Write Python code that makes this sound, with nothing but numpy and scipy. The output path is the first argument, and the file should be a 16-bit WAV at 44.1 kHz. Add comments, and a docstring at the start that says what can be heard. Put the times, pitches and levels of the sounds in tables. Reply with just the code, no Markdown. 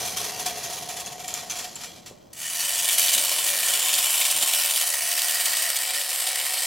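"""Clockwork tin bus

A tin toy bus rolls slowly over a wooden table, its loose panels chattering, until a hand stops it.
Then it is held up close with its wheels in the air: gears and governor ring the tin shell, and slow down unevenly.
Random tiny blows are passed through bodies with many resonances; sines and shaped noise add the drone,
pings, clicks and finger bumps. A low rumble and the faint hush of a room lie behind and fade away."""
import sys
import numpy as np
from scipy import signal
from scipy.fft import rfft, irfft, next_fast_len
from scipy.io import wavfile
from scipy.ndimage import map_coordinates

SR = 44100
rng = np.random.default_rng(int(sys.argv[2]) if len(sys.argv) > 2 else 0)


def pcm_store(signal):
    """Save signal as 16-bit PCM."""
    levels = np.round(np.clip(np.atleast_2d(signal), -1, 1) * 32767)
    wavfile.write(sys.argv[1], SR, levels.astype(np.int16).T)


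N = 293706  # length in samples


def amp(db):
    """Turn decibels into gain."""
    return 10 ** (np.asarray(db) / 20)


def unit(x):
    """Scale to an average (rms) level of 1."""
    return x / np.sqrt(np.mean(x ** 2) + 1e-20)


def along(points, hz):
    """Read a curve of (f/Hz, value) points on a logarithmic frequency axis."""
    f, value = np.transpose(points)
    return np.interp(np.log(hz + 1), np.log(f + 1), value)


def curves(rows):
    """Give one value per sample for each column after the time."""
    s, *columns = np.transpose(rows)
    t = np.arange(N) / SR
    return [np.interp(t, s, column) for column in columns]


def wobble(rate):
    """Draw a smooth random curve with `rate` knots a second."""
    knots = rng.standard_normal(int(N * rate / SR) + 4)
    coarse = np.arange(0, N, 64)
    return np.interp(np.arange(N), coarse, map_coordinates(knots, [coarse * rate / SR]))


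def filtered(x, response):
    """Weight the frequencies of x by a response."""
    m = next_fast_len(N + SR // 4, real=True)
    spectrum = rfft(x, m) * response(np.fft.rfftfreq(m, 1 / SR))
    return irfft(spectrum, m)[..., :N]


def band(x, lo_hz, hi_hz):
    """Keep x between two soft edges; bands that share an edge add up without a gap."""
    below = lambda f, edge: 1 / (1 + (f / edge) ** 24)
    return filtered(x, lambda f: below(f, hi_hz) - below(f, lo_hz))


def noise(spectrum):
    """Make two unrelated noises of a given colour, each of rms 1."""
    white = rng.standard_normal((2, N))
    return unit(filtered(white, lambda f: amp(along(spectrum, f))))


def stereo(pair, width):
    """Turn mid (centre) and side (difference) into left and right."""
    mid, side = filtered(pair, lambda f: np.array([np.ones_like(f), amp(along(width, f))]))
    return np.array([mid + side, mid - side])


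def damped(hz, t60):
    """Make one sine that dies by 60 dB in t60 seconds."""
    t = np.arange(SR // 8) / SR
    return np.sin(2 * np.pi * hz * t) * amp(-60 * t / max(t60, .001))


def bursts(rows, rise):
    """Make the outline of (t/s, level/dB, t60/s) bursts that swell quickly and die away."""
    power, t = np.zeros(N + SR), np.arange(SR // 2) / SR
    for s, db, t60 in rows:
        swell = amp(db - 60 * t / max(t60, .005)) * (1 - np.exp(-t / rise))
        power[max(round(s * SR), 0):][:len(t)] += swell ** 2
    return np.sqrt(power[:N])


def add(out, s, sound):
    """Mix a sound into out at time s."""
    part = out[..., max(round(s * SR), 0):][..., :sound.shape[-1]]
    part += sound[..., :part.shape[-1]]


def impacts(per_second, scatter_db):
    """Scatter tiny blows of uneven size and random direction."""
    hit = rng.random(N) < per_second / SR
    return hit * amp(scatter_db * rng.standard_normal(N)) * rng.choice([-1, 1], N)


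def radiate(blows, spread_t60, room_db, room_t60, drift=1.0, rise=0.00068, count=14):
    """Blows at several contact points each take their own paths through tin and room; gives mid, side."""
    t = np.arange(SR // 5) / SR
    at = np.flatnonzero(blows)
    # the parts shift in their play, so the favoured contact points, and the colour, keep changing
    favour = np.array([wobble(7)[at] for _ in range(count)])
    tin, room = rng.standard_normal((2, count, 2, len(t)))
    point = np.full(N, -1)
    point[at] = np.argmax(drift * favour + rng.gumbel(size=(len(at), count)).T, axis=0)
    direct = tin * amp(-60 * t / spread_t60) * (1 - np.exp(-t / rise))
    out = np.zeros((2, N))
    for k in range(count):
        echoes = unit(room[k] * amp(-60 * t / room_t60))
        paths = unit(direct[k]) + amp(room_db) * echoes
        blows_here = np.float32(blows * (point == k))
        out += signal.oaconvolve(blows_here[None], np.float32(paths), axes=1)[:, :N]
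    # long waves move the whole body alike, wherever the blow lands
    whole_body = blows * np.sqrt(len(t) * (1 + amp(room_db) ** 2))
    out[0] += band(whole_body - out[0], 20, 900)
    return out


def body(colour, modes, size):
    """Give the answer to one blow of a body with a broad colour and resonances that ring on."""
    f = np.fft.rfftfreq(size, 1 / SR)
    hz, width, db = np.transpose(modes)[:, :, None]
    peaks = np.sum(amp(db) ** 2 / (1 + (2 * (f - hz) / width) ** 2), axis=0)
    # folding the cepstrum makes the sound start at the blow, never before it (minimum phase)
    cepstrum = irfft(np.log(amp(along(colour, f)) * np.sqrt(1 + peaks)))
    cepstrum[1:size // 2] *= 2
    cepstrum[size // 2 + 1:] = 0
    return irfft(np.exp(rfft(cepstrum)))


def ring(x, colour, modes):
    """Pass x through a body whose resonances stay as they are."""
    return signal.oaconvolve(x, body(colour, modes, size=8192)[None], axes=1)[:, :N]


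def flexing(x, colour, modes_at, wander, fade_db, rate, size=4096):
    """Pass x through thin tin that flexes: each resonance drifts and fades on its own, the low ones least."""
    modes = modes_at(0)
    knots = rng.standard_normal((int(rate * N / SR) + 2, 2, len(modes)))
    give = modes[:, 0] / (modes[:, 0] + 1500)
    window, out = signal.get_window("hann", size), np.zeros((2, N + 3 * size))
    x = np.pad(x, ((0, 0), (size // 2, size)))
    # overlapping short stretches, each with its own state of the tin
    for at in range(0, N, size // 2):
        k, part = divmod(rate * at / SR, 1)
        old, new = knots[int(k)], knots[int(k) + 1]
        bend, fade = give * (np.cos(part * np.pi / 2) * old + np.sin(part * np.pi / 2) * new)
        hz, width, db = modes_at(at / SR).T
        bent_modes = np.c_[hz * np.exp(wander * bend), width, db + fade_db * fade]
        response = unit(body(colour, bent_modes, size))
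        stretch = x[:, at:at + size] * window
        out[:, at:at + 2 * size] += irfft(rfft(stretch, 2 * size) * rfft(response, 2 * size))
    return unit(out[:, size // 2:][:, :N])


# resonances of the chassis standing on the table: (f/Hz, width/Hz, mean level/dB over the broad colour)
CHASSIS_MODES = [(420, 30, 5.5), (473, 16, 3.5), (689.4, 12, 18), (731.6, 8.4, 20), (930, 16, 8.5),
                 (1090, 12, 8), (1880, 55, 5.5), (2380, 49, 7), (2680, 18, 7.5), (3160, 90, 3.5),
                 (3350, 84, 6.5), (4010, 39, 5), (4320, 54, 5), (4850, 89, -2), (5640, 150, -8),
                 (6500, 170, -6), (7270, 190, 3.5), (10100, 260, 4)]
# broad colour of the rolling rattle: (f/Hz, relative level/dB)
RATTLE_COLOUR = [(40, -2), (200, -13), (450, -7), (900, -5), (1400, -9), (3200, -6.5), (6800, -1.5),
                 (8300, 1), (10500, 0), (13000, -1), (15600, -12)]


def chatter(per_second, scatter_db):
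    """Loose panels tap on the standing chassis and make its resonances ring, at rms 1."""
    blows = impacts(per_second, scatter_db)
    taps = radiate(blows, spread_t60=0.017, room_db=-4.5, room_t60=0.32, drift=1.1, count=8)
    return flexing(taps, RATTLE_COLOUR, lambda s: np.array(CHASSIS_MODES), wander=.01, fade_db=3, rate=16)


# a loose part pings as it is shaken, rising in pitch as the bus is gripped: (t/s, middle f/Hz)
PING_PITCH = [(0, 6000), (1.0, 6600), (1.25, 7070), (2.2, 7640), (3.4, 8030), (5.2, 8260), (6.66, 9000)]


def pings(force_db, per_second, t60, scatter_db, detune=0.024):
    """A loose part rings briefly at each shake, a little differently every time; gives mid and side."""
    pitch_hz, = curves(PING_PITCH)
    shakes = impacts(per_second, scatter_db) * amp(force_db)
    at, t = np.flatnonzero(shakes), np.arange(512) / SR
    chance = rng.standard_normal((len(at), 2))  # for pitch and for place
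    hz = pitch_hz[at] * np.exp(detune * chance[:, 0])
    outline = amp(-60 * t / t60) * (1 - np.exp(-t / 0.000085))
    rings = shakes[at, None] * np.sin(2 * np.pi * hz[:, None] * t) * outline
    index = (at[:, None] + np.arange(len(t))).ravel()
    pair = [np.bincount(index, r.ravel(), N)[:N] for r in (rings, rings * chance[:, 1:])]
    return unit(np.array(pair))


# the bus rolls, is held back and comes to rest: (t/s, rattle level/dB, drone level/dB), before trims
ROLL = [(0.0, -30.5, -39), (.15, -35, -42), (.22, -32, -40.5), (.5, -36, -42.5), (1.15, -41.5, -45.5),
        (1.65, -41.5, -47), (1.72, -44.5, -52), (1.88, -44, -54), (1.97, -46.5, -60), (2.025, -51, -62),
        (2.1, -55.5, -62), (2.3, -61.5, -94)]
# jolts set loose panels chattering and ring the hollow body, before trims:
# (t/s, chatter level/dB, chatter t60/s, body ring level/dB)
JOLTS = [(0.0, -20, .1, -25), (0.047, -18, 0.36, -29), (0.168, -12.5, 0.12, -27), (0.195, -19.5, 0.23, -44),
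         (0.24, -18, 0.15, -25), (0.355, -37, .1, -25), (0.392, -16.5, 0.19, -27), (0.409, -23, 0.11, -36),
         (0.458, -12, 0.18, -16), (0.508, -30, .08, -23), (0.57, -24.5, 0.31, -23),
         (0.629, -17.5, 0.2, -37), (0.697, -24, 0.23, -24), (0.724, -21.5, 0.37, -25),
         (0.773, -23.5, .15, -40), (0.822, -19.5, 0.091, -23), (0.885, -20.5, 0.3, -21.5),
         (0.963, -21.5, 0.23, -40), (0.997, -17, 0.12, -23), (1.059, -24.5, 0.23, -38),
         (1.118, -21, 0.082, -28), (1.194, -22.5, 0.15, -23), (1.241, -23, 0.13, -23.5),
         (1.276, -20.5, 0.26, -34), (1.338, -22, 0.37, -28), (1.368, -25, 0.3, -31),
         (1.496, -17.5, 0.28, -39), (1.554, -22, 0.38, -26.5), (1.586, -19.5, 0.3, -36),
         (1.641, -16.5, 0.082, -26), (1.705, -33, .18, -52), (1.7545, -26, 0.23, -46),
         (1.804, -23.5, 0.22, -36), (1.834, -20.5, 0.13, -33), (2.058, -26, 0.19, -57)]
# stereo width of the bus on the table: (f/Hz, side-to-mid level/dB)
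FAR_WIDTH = [(200, -7), (380, -10), (700, -23), (1290, -8), (2380, -96), (4400, -15), (8120, -6.5),
             (15000, -1)]
BODY_HZ, BODY_WANDER_HZ = 724, 7.1  # main mode of the hollow body
BODY_T60_S, BODY_RISE_S = 0.097, 0.01
JOLT_RISE_S = 0.0041  # every flurry swells alike
TOP_DB, TOP_GROWS = -6.5, 1.22  # top end against rattle_db at full roll; its dB per dB of rattle


def rolling():
    """The wheels make the hollow body drone and rattle; each jolt adds a flurry of taps and swells the drone."""
    rattle_db, drone_db = curves(ROLL)
    taps = chatter(per_second=900, scatter_db=2.5)

    # the main body mode stands out of a softer hollow rumble
    hum = unit(band(taps, 645, 880))
    hollow = unit(band(taps, 353, 650) + amp(-4) * band(taps, 770, 1120))
    mode_hz = BODY_HZ + BODY_WANDER_HZ * wobble(40.04)
    mode = np.sin(2 * np.pi * np.cumsum(mode_hz) / SR)
    body_jolts = [(s, ring_db, BODY_T60_S) for s, db, t60, ring_db in JOLTS]
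    body_ring = mode * bursts(body_jolts, BODY_RISE_S)
    drone = amp(-2.0) * body_ring + amp(drone_db) * (amp(-3.5) * hum + amp(-4) * hollow)

    loose = amp(-12.5) * pings(0, per_second=570, t60=0.008, scatter_db=3, detune=0.03)
    # louder rolling is brighter
    top_db = rattle_db.max() + TOP_DB + TOP_GROWS * (rattle_db - rattle_db.max())
    rattle = amp(rattle_db - 2.5) * (unit(band(taps, 1020, 6700)) + loose)
    rattle = rattle + amp(top_db) * unit(band(taps, 7100, 16500))

    # the hand on the roof dulls the top end of the flurries as it takes hold
    held_db, = curves([(.4, -6.5), (1.1, -8), (1.7, -11)])
    flurry = chatter(per_second=1900, scatter_db=3.5)
    flurry = band(flurry, 860, 7020) + amp(held_db) * band(flurry, 7400, 19000) + amp(-3.0) * loose
    jolts = bursts([(s, db, t60) for s, db, t60, ring_db in JOLTS], JOLT_RISE_S)
    return stereo(drone + rattle + amp(-5.0) * jolts * flurry, FAR_WIDTH)


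# low background rumble, falling slowly, then dropping away near 4.5 s: (t/s, level/dB before a trim)
RUMBLE_LEVEL = [(0.05, -43), (.6, -46), (2.15, -49.5), (2.6, -53.5), (4.4, -58.5), (4.55, -78)]
# colour of the rumble: (f/Hz, relative level/dB per Hz)
RUMBLE_COLOUR = [(15, -48), (25, -27), (80, -4.5), (183, -2), (274, -8.5), (361, -5.5), (399, -11.5),
                 (500, -13), (650, -15.5), (1100, -120)]
# stereo width of the rumble, the bass nearly mono: (f/Hz, side-to-mid level/dB)
RUMBLE_WIDTH = [(60, -25), (130, -23), (300, -4), (600, 7.5)]
# fingers bump the body: (t/s, level/dB, centre f/Hz, t60/s)
BUMPS = [(2.114, -47, 330, 0.16), (3.155, -38.5, 300, 0.2), (4.35, -43.5, 260, 0.34),
         (4.41, -41, 300, 0.22)]


def rumble_and_bumps():
    """Soft finger bumps, short swells of low noise, over a low rumble of noise that gradually fades away."""
    out = stereo(amp(curves(RUMBLE_LEVEL)[0] - 5.0) * noise(RUMBLE_COLOUR), RUMBLE_WIDTH)
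    for s, db, hz, t60 in BUMPS:
        thud = noise([(hz / 8, -25), (hz / 2, -4), (hz, 0), (hz * 3.7, -4), (hz * 4, -35)])[0]
        out += bursts([(s, db, t60)], rise=0.0036) * thud
    return out


# colour of the room's hush: (f/Hz, relative level/dB per Hz)
AIR_COLOUR = [(150, -10), (250, -2.5), (292, -4), (359, -22), (583, -0.5), (8770, -56), (14700, -25),
              (15500, -31)]


def room_air():
    """Faint hush of the room, noise unrelated left and right, fading out between 2.3 and 2.9 s."""
    level_db, = curves([(2.3, -54.5), (2.9, -86)])
    return amp(level_db) * noise(AIR_COLOUR)


# sharp clicks of tin on tin: (t/s, level/dB before trims, ring f/Hz, ring t60/s)
CLICKS = [(0.1705, -28, 6130, 0.021), (1.061, -18.5, 6300, .02), (1.28, -15, 7030, .03),
          (1.340, -10.5, 6970, 0.014), (1.497, -20.5, 6200, 0.17), (1.511, -18, 6300, 0.04),
          (1.587, -20, 7100, .03), (1.756, -20, 7400, 0.042)]
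# the body is pressed down and stops with a dull tock: (t/s, level/dB, f/Hz, t60/s)
STOP = (2.1115, -31, 480, .013)


def clicks():
    """Single contacts: a short crack and the ring of a small panel; last, the dull tock of stopping."""
    tones = np.zeros((2, N))
    for s, db, hz, t60 in CLICKS:
        # three close modes beat against each other
        for ratio in (.97, 1, 1.035):
            tone = amp(db - 12.5) * damped(hz * ratio, t60)
            add(tones, s, tone * rng.choice([-1, 1], (2, 1)))
    stop_s, stop_db, stop_hz, stop_t60 = STOP
    middle_only = np.array([[1], [0]])
    add(tones, stop_s, amp(stop_db) * damped(stop_hz, stop_t60) * middle_only)
    cracks = bursts([(s, db, .016) for s, db, hz, t60 in CLICKS], rise=0.00027)
    tin = ring(rng.standard_normal((2, N)), RATTLE_COLOUR, CHASSIS_MODES)
    tin = unit(band(tin, 1900, 16500))
    return stereo(tones + amp(-14) * cracks * tin, FAR_WIDTH)


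# the bus is turned in the hand while the fingers shift, damping some panels and freeing others:
# (t/s, turn, grip), both without unit
HOLD = [(2.55, -2.1, 0.29), (2.85, -1.9, -0.15), (3.17, -1.8, -0.5), (3.27, -0.73, -0.93),
        (3.6, -0.72, 0.38), (3.85, 0.06, -1.3), (4.3, 0.4, -0.88), (4.72, -0.039, -0.71),
        (4.95, -0.26, 1.3), (5.3, -0.0067, 0.59), (5.68, -0.3, 1.1), (5.85, 1.3, 0.41), (6.2, 1.6, 0.17),
        (6.66, 1.3, 0.23)]
# resonances of the tin shell, driven by the gears: (f/Hz, width/Hz, level/dB over the broad colour
# at turn 0 and grip 0, level change/dB per unit of turn, level change/dB per unit of grip)
SHELL_MODES = [(528, 17.5, 11, 3.5, 2.5), (576.3, 6.9, 22.5, 0.1, 0.1), (658, 22, 15, -0.5, 0.5),
               (703.3, 7.6, 21.5, -1, 2), (741.4, 13, 17.5, 3.5, -0.5), (909, 90, 11.5, 0.5, -1),
               (1061, 26, 11, 0, -2.5), (1310, 160, 0, 1, 3), (1803, 62, 11.5, -0.5, 3.5),
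               (1908, 61, 12, 0.5, 5), (2170, 120, 4, 2.5, 2), (2294, 45, 13, 0.5, 0),
               (2380, 19, 13.5, -1.5, -3.5), (2647, 250, 9, 0.5, 0), (2923, 60, 15.5, -1.7, -1.5),
               (3046, 130, 13.5, -1.4, -3), (3170, 45, 12.5, 1, -2), (3350, 49, 14, -1.2, -3),
               (3580, 104, 12, -1, -3.5), (3920, 220, 11, -0.5, -0.5), (4326, 36, 15, 1.5, 0.5),
               (4500, 140, 9.5, -1.6, 1.5), (4850, 120, 12.5, 1.2, 2), (5050, 130, 7, 0, 2),
               (5340, 220, 8, 2, -2), (5580, 26, 14, -2, 3), (5880, 140, 12.5, -1.5, -1.5),
               (6260, 200, 9, -2, 0.5), (6600, 190, 7.5, -3, 2), (6920, 100, 11, -1.8, -4.5),
               (7260, 91, 13, 1.7, -2), (7560, 140, 2, -6, -6.5), (7950, 510, 10, 2, 1),
               (8570, 270, 11.5, 0, 0), (8860, 87, 12, -2, -4), (9320, 260, 9, 2.5, 0.5),
               (9620, 230, 5.5, -4.5, -0.5), (10400, 720, 8.5, -1, 0), (11850, 700, 2, 4, -1.5),
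               (12660, 520, 2.5, -3.5, -0.5), (13800, 1100, 4, 0, 2)]


def held_shell(s):
    """Give the shell's resonances at time s: turning and gripping make each one louder or softer."""
    times, *controls = np.transpose(HOLD)
    turn, grip = [np.interp(s, times, c) for c in controls]
    hz, width, db, turn_db, grip_db = np.transpose(SHELL_MODES)
    return np.c_[hz, width, db + turn * turn_db + grip * grip_db]


# broad colour of a gear impact: (f/Hz, relative level/dB)
TOOTH_COLOUR = [(40, -50.5), (200, -26.5), (420, -22.5), (560, -21.5), (1500, -12), (2400, -13),
                (5300, -12), (8500, -13), (11000, -11), (14000, -12), (15600, -10.5)]
# the mechanism lets go with one thin tick: (t/s, level/dB, t60/s)
RELEASE = [(2.333, -22.5, .014)]
# hard knocks of the gear play, which clack in the side panels and tick in the frame:
# (t/s, clack level/dB, tick level/dB)
KNOCKS = [(2.795, -22, -25), (2.892, -16, -24), (2.927, -31, -14), (2.981, -17, -19), (3.036, -22, -20),
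          (3.08, -13.5, -20), (3.089, -22, -16.5), (3.1314, -25, -11.5), (3.179, -14.5, -12),
          (3.385, -20.5, -26), (3.44, -30, -14), (3.484, -17.5, -15), (3.628, -17, -22),
          (3.682, -20, -12.5), (3.735, -18, -15), (3.89, -15, -21), (3.926, -24, -19), (3.938, -18, -14),
          (4.1416, -18.5, -19), (4.212, -13.5, -19), (4.25, -16, -16), (4.309, -27, -14), (4.532, -17, -15),
          (4.693, -19, -21), (4.708, -18, -16), (4.757, -21, -19), (4.8095, -22, -16), (4.939, -19, -17.5),
          (5.113, -20, -15), (5.1888, -20, -17), (5.455, -18, -13), (5.567, -25, -16), (5.763, -25, -15),
          (5.942, -23, -21), (6.012, -20, -22), (6.268, -22, -19), (6.575, -21.5, -30)]
KNOCK_T60_S = 0.038


def knocks():
    """Play in the gears: hard contacts with a short rebound clack low and tick high; gives mid and side."""
    blows = impacts(per_second=4000, scatter_db=1.5)
    rebound = radiate(blows, spread_t60=0.002, room_db=-18, room_t60=0.068, count=6)
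    tin = ring(rebound, TOOTH_COLOUR, np.array(SHELL_MODES)[:, :3])
    clack_rows = [(s, clack_db, KNOCK_T60_S) for s, clack_db, tick_db in KNOCKS]
    tick_rows = [(s, tick_db, KNOCK_T60_S) for s, clack_db, tick_db in KNOCKS]
    clacks = bursts(clack_rows, rise=0.0026)
    ticks = bursts(tick_rows + RELEASE, rise=0.0027)
    return clacks * unit(band(tin, 2090, 3950)) + ticks * unit(band(tin, 4180, 19600))


# the governor slows, unevenly, as the spring unwinds: (t/s, turns per second)
GOVERNOR_SPEED = [(2.33, 79.07), (2.76, 93.43), (3.06, 91.86), (3.42, 86.11), (3.63, 93.27), (3.8, 91.07),
                  (4.14, 81.58), (4.62, 80.76), (5.02, 74.69), (5.41, 80.14), (5.57, 79.66), (5.79, 68.7),
                  (5.88, 65.1), (6.0, 73.08), (6.22, 70.22), (6.43, 72.79), (6.65, 71.07)]
# the running gears, brought close and then easing off: (t/s, level/dB before the tone changes below)
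DRIVE = [(2.345, -45), (2.38, -35.5), (2.45, -28), (2.575, -27), (2.6, -25), (3.08, -19.5), (3.3, -22.5),
         (3.62, -23), (3.92, -20.5), (4.6, -21.5), (4.95, -24), (5.5, -22.5), (5.8, -25), (5.84, -25.5),
         (6.66, -25)]
# gain on the low ring of the shell, 290 to 580 Hz: (t/s, level/dB)
LOW_RING = [(2.55, -4), (2.8, 2), (3.0, 1), (3.4, 6), (3.8, 4), (4.05, -0.5), (5.1, -1.5), (6.0, 1)]
# fingers lie on the side panels and damp them, less so as they slide off: (t/s, mean level/dB)
PANEL_DAMPING = [(2.5, -4), (2.95, -2.3), (4.4, -2.7), (5.5, -2), (6.0, 0)]
# stereo width of the bus held close: (f/Hz, side-to-mid level/dB)
NEAR_WIDTH = [(400, -53), (2800, -100), (4400, -21), (8120, -10.5), (15000, -8.5)]


def motor(governor_db=1.35, axle_db=0.84, edge=0.21, brighten=0.65, clump_db=0.72,
          drive_brightens=0.54, plain_drive_db=-23):
    """Gear teeth clatter without pause, harder once in each turn of the governor and of the wheel axle."""
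    running = np.arange(N) / SR > GOVERNOR_SPEED[0][0]
    drive_db, = curves(DRIVE)
    governor = 2 * np.pi * np.cumsum(curves(GOVERNOR_SPEED)[0] * running) / SR
    axle = governor * 2 / 9
    force_db = governor_db * (np.cos(governor) - edge * np.sin(2 * governor)) + axle_db * np.cos(axle)
    # the backlash makes the teeth strike in uneven clumps
    force_db = force_db + clump_db * wobble(70)

    teeth = impacts(per_second=2400, scatter_db=0.5) * amp(force_db)
    mesh = unit(radiate(teeth, spread_t60=.008, room_db=-6, room_t60=.2, drift=.8))
    # single teeth snap home in dry ticks
    snaps = impacts(per_second=260, scatter_db=2) * amp(force_db)
    ticks = unit(radiate(snaps, spread_t60=.005, room_db=-12, room_t60=.15, rise=.0002, count=6))
    gears = flexing(mesh + amp(-4) * ticks, TOOTH_COLOUR, held_shell, wander=0.005, fade_db=2.3, rate=20)

    gears = gears + (amp(curves(LOW_RING)[0]) - 1) * band(gears, 290, 580)
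    # the side panels ring more loosely than the frame, in fits
    panel_db = curves(PANEL_DAMPING)[0] + 1.0 * wobble(60)
    gears = gears + (amp(panel_db) - 1) * band(gears, 3000, 4200)
    # harder blows and a stronger drive are brighter
    bright_db = brighten * force_db + drive_brightens * np.maximum(drive_db - plain_drive_db, -3)
    gears = gears + (amp(bright_db) - 1) * band(gears, 10100, 17000)
    gears = gears + amp(-12.5) * pings(force_db, per_second=250, t60=0.0076, scatter_db=2.5)
    return stereo(running * amp(drive_db) * gears + knocks(), NEAR_WIDTH)


def scene():
    """Add up the rolling bus, its clicks, the free-running motor, the finger bumps and the background."""
    return rolling() + clicks() + motor() + rumble_and_bumps() + room_air()


TOP_HZ = 15900


def record(dry):
    """Remove everything from the band limit upwards."""
    return filtered(dry, lambda hz: hz < TOP_HZ)


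dry = scene()
out = record(dry)
pcm_store(out)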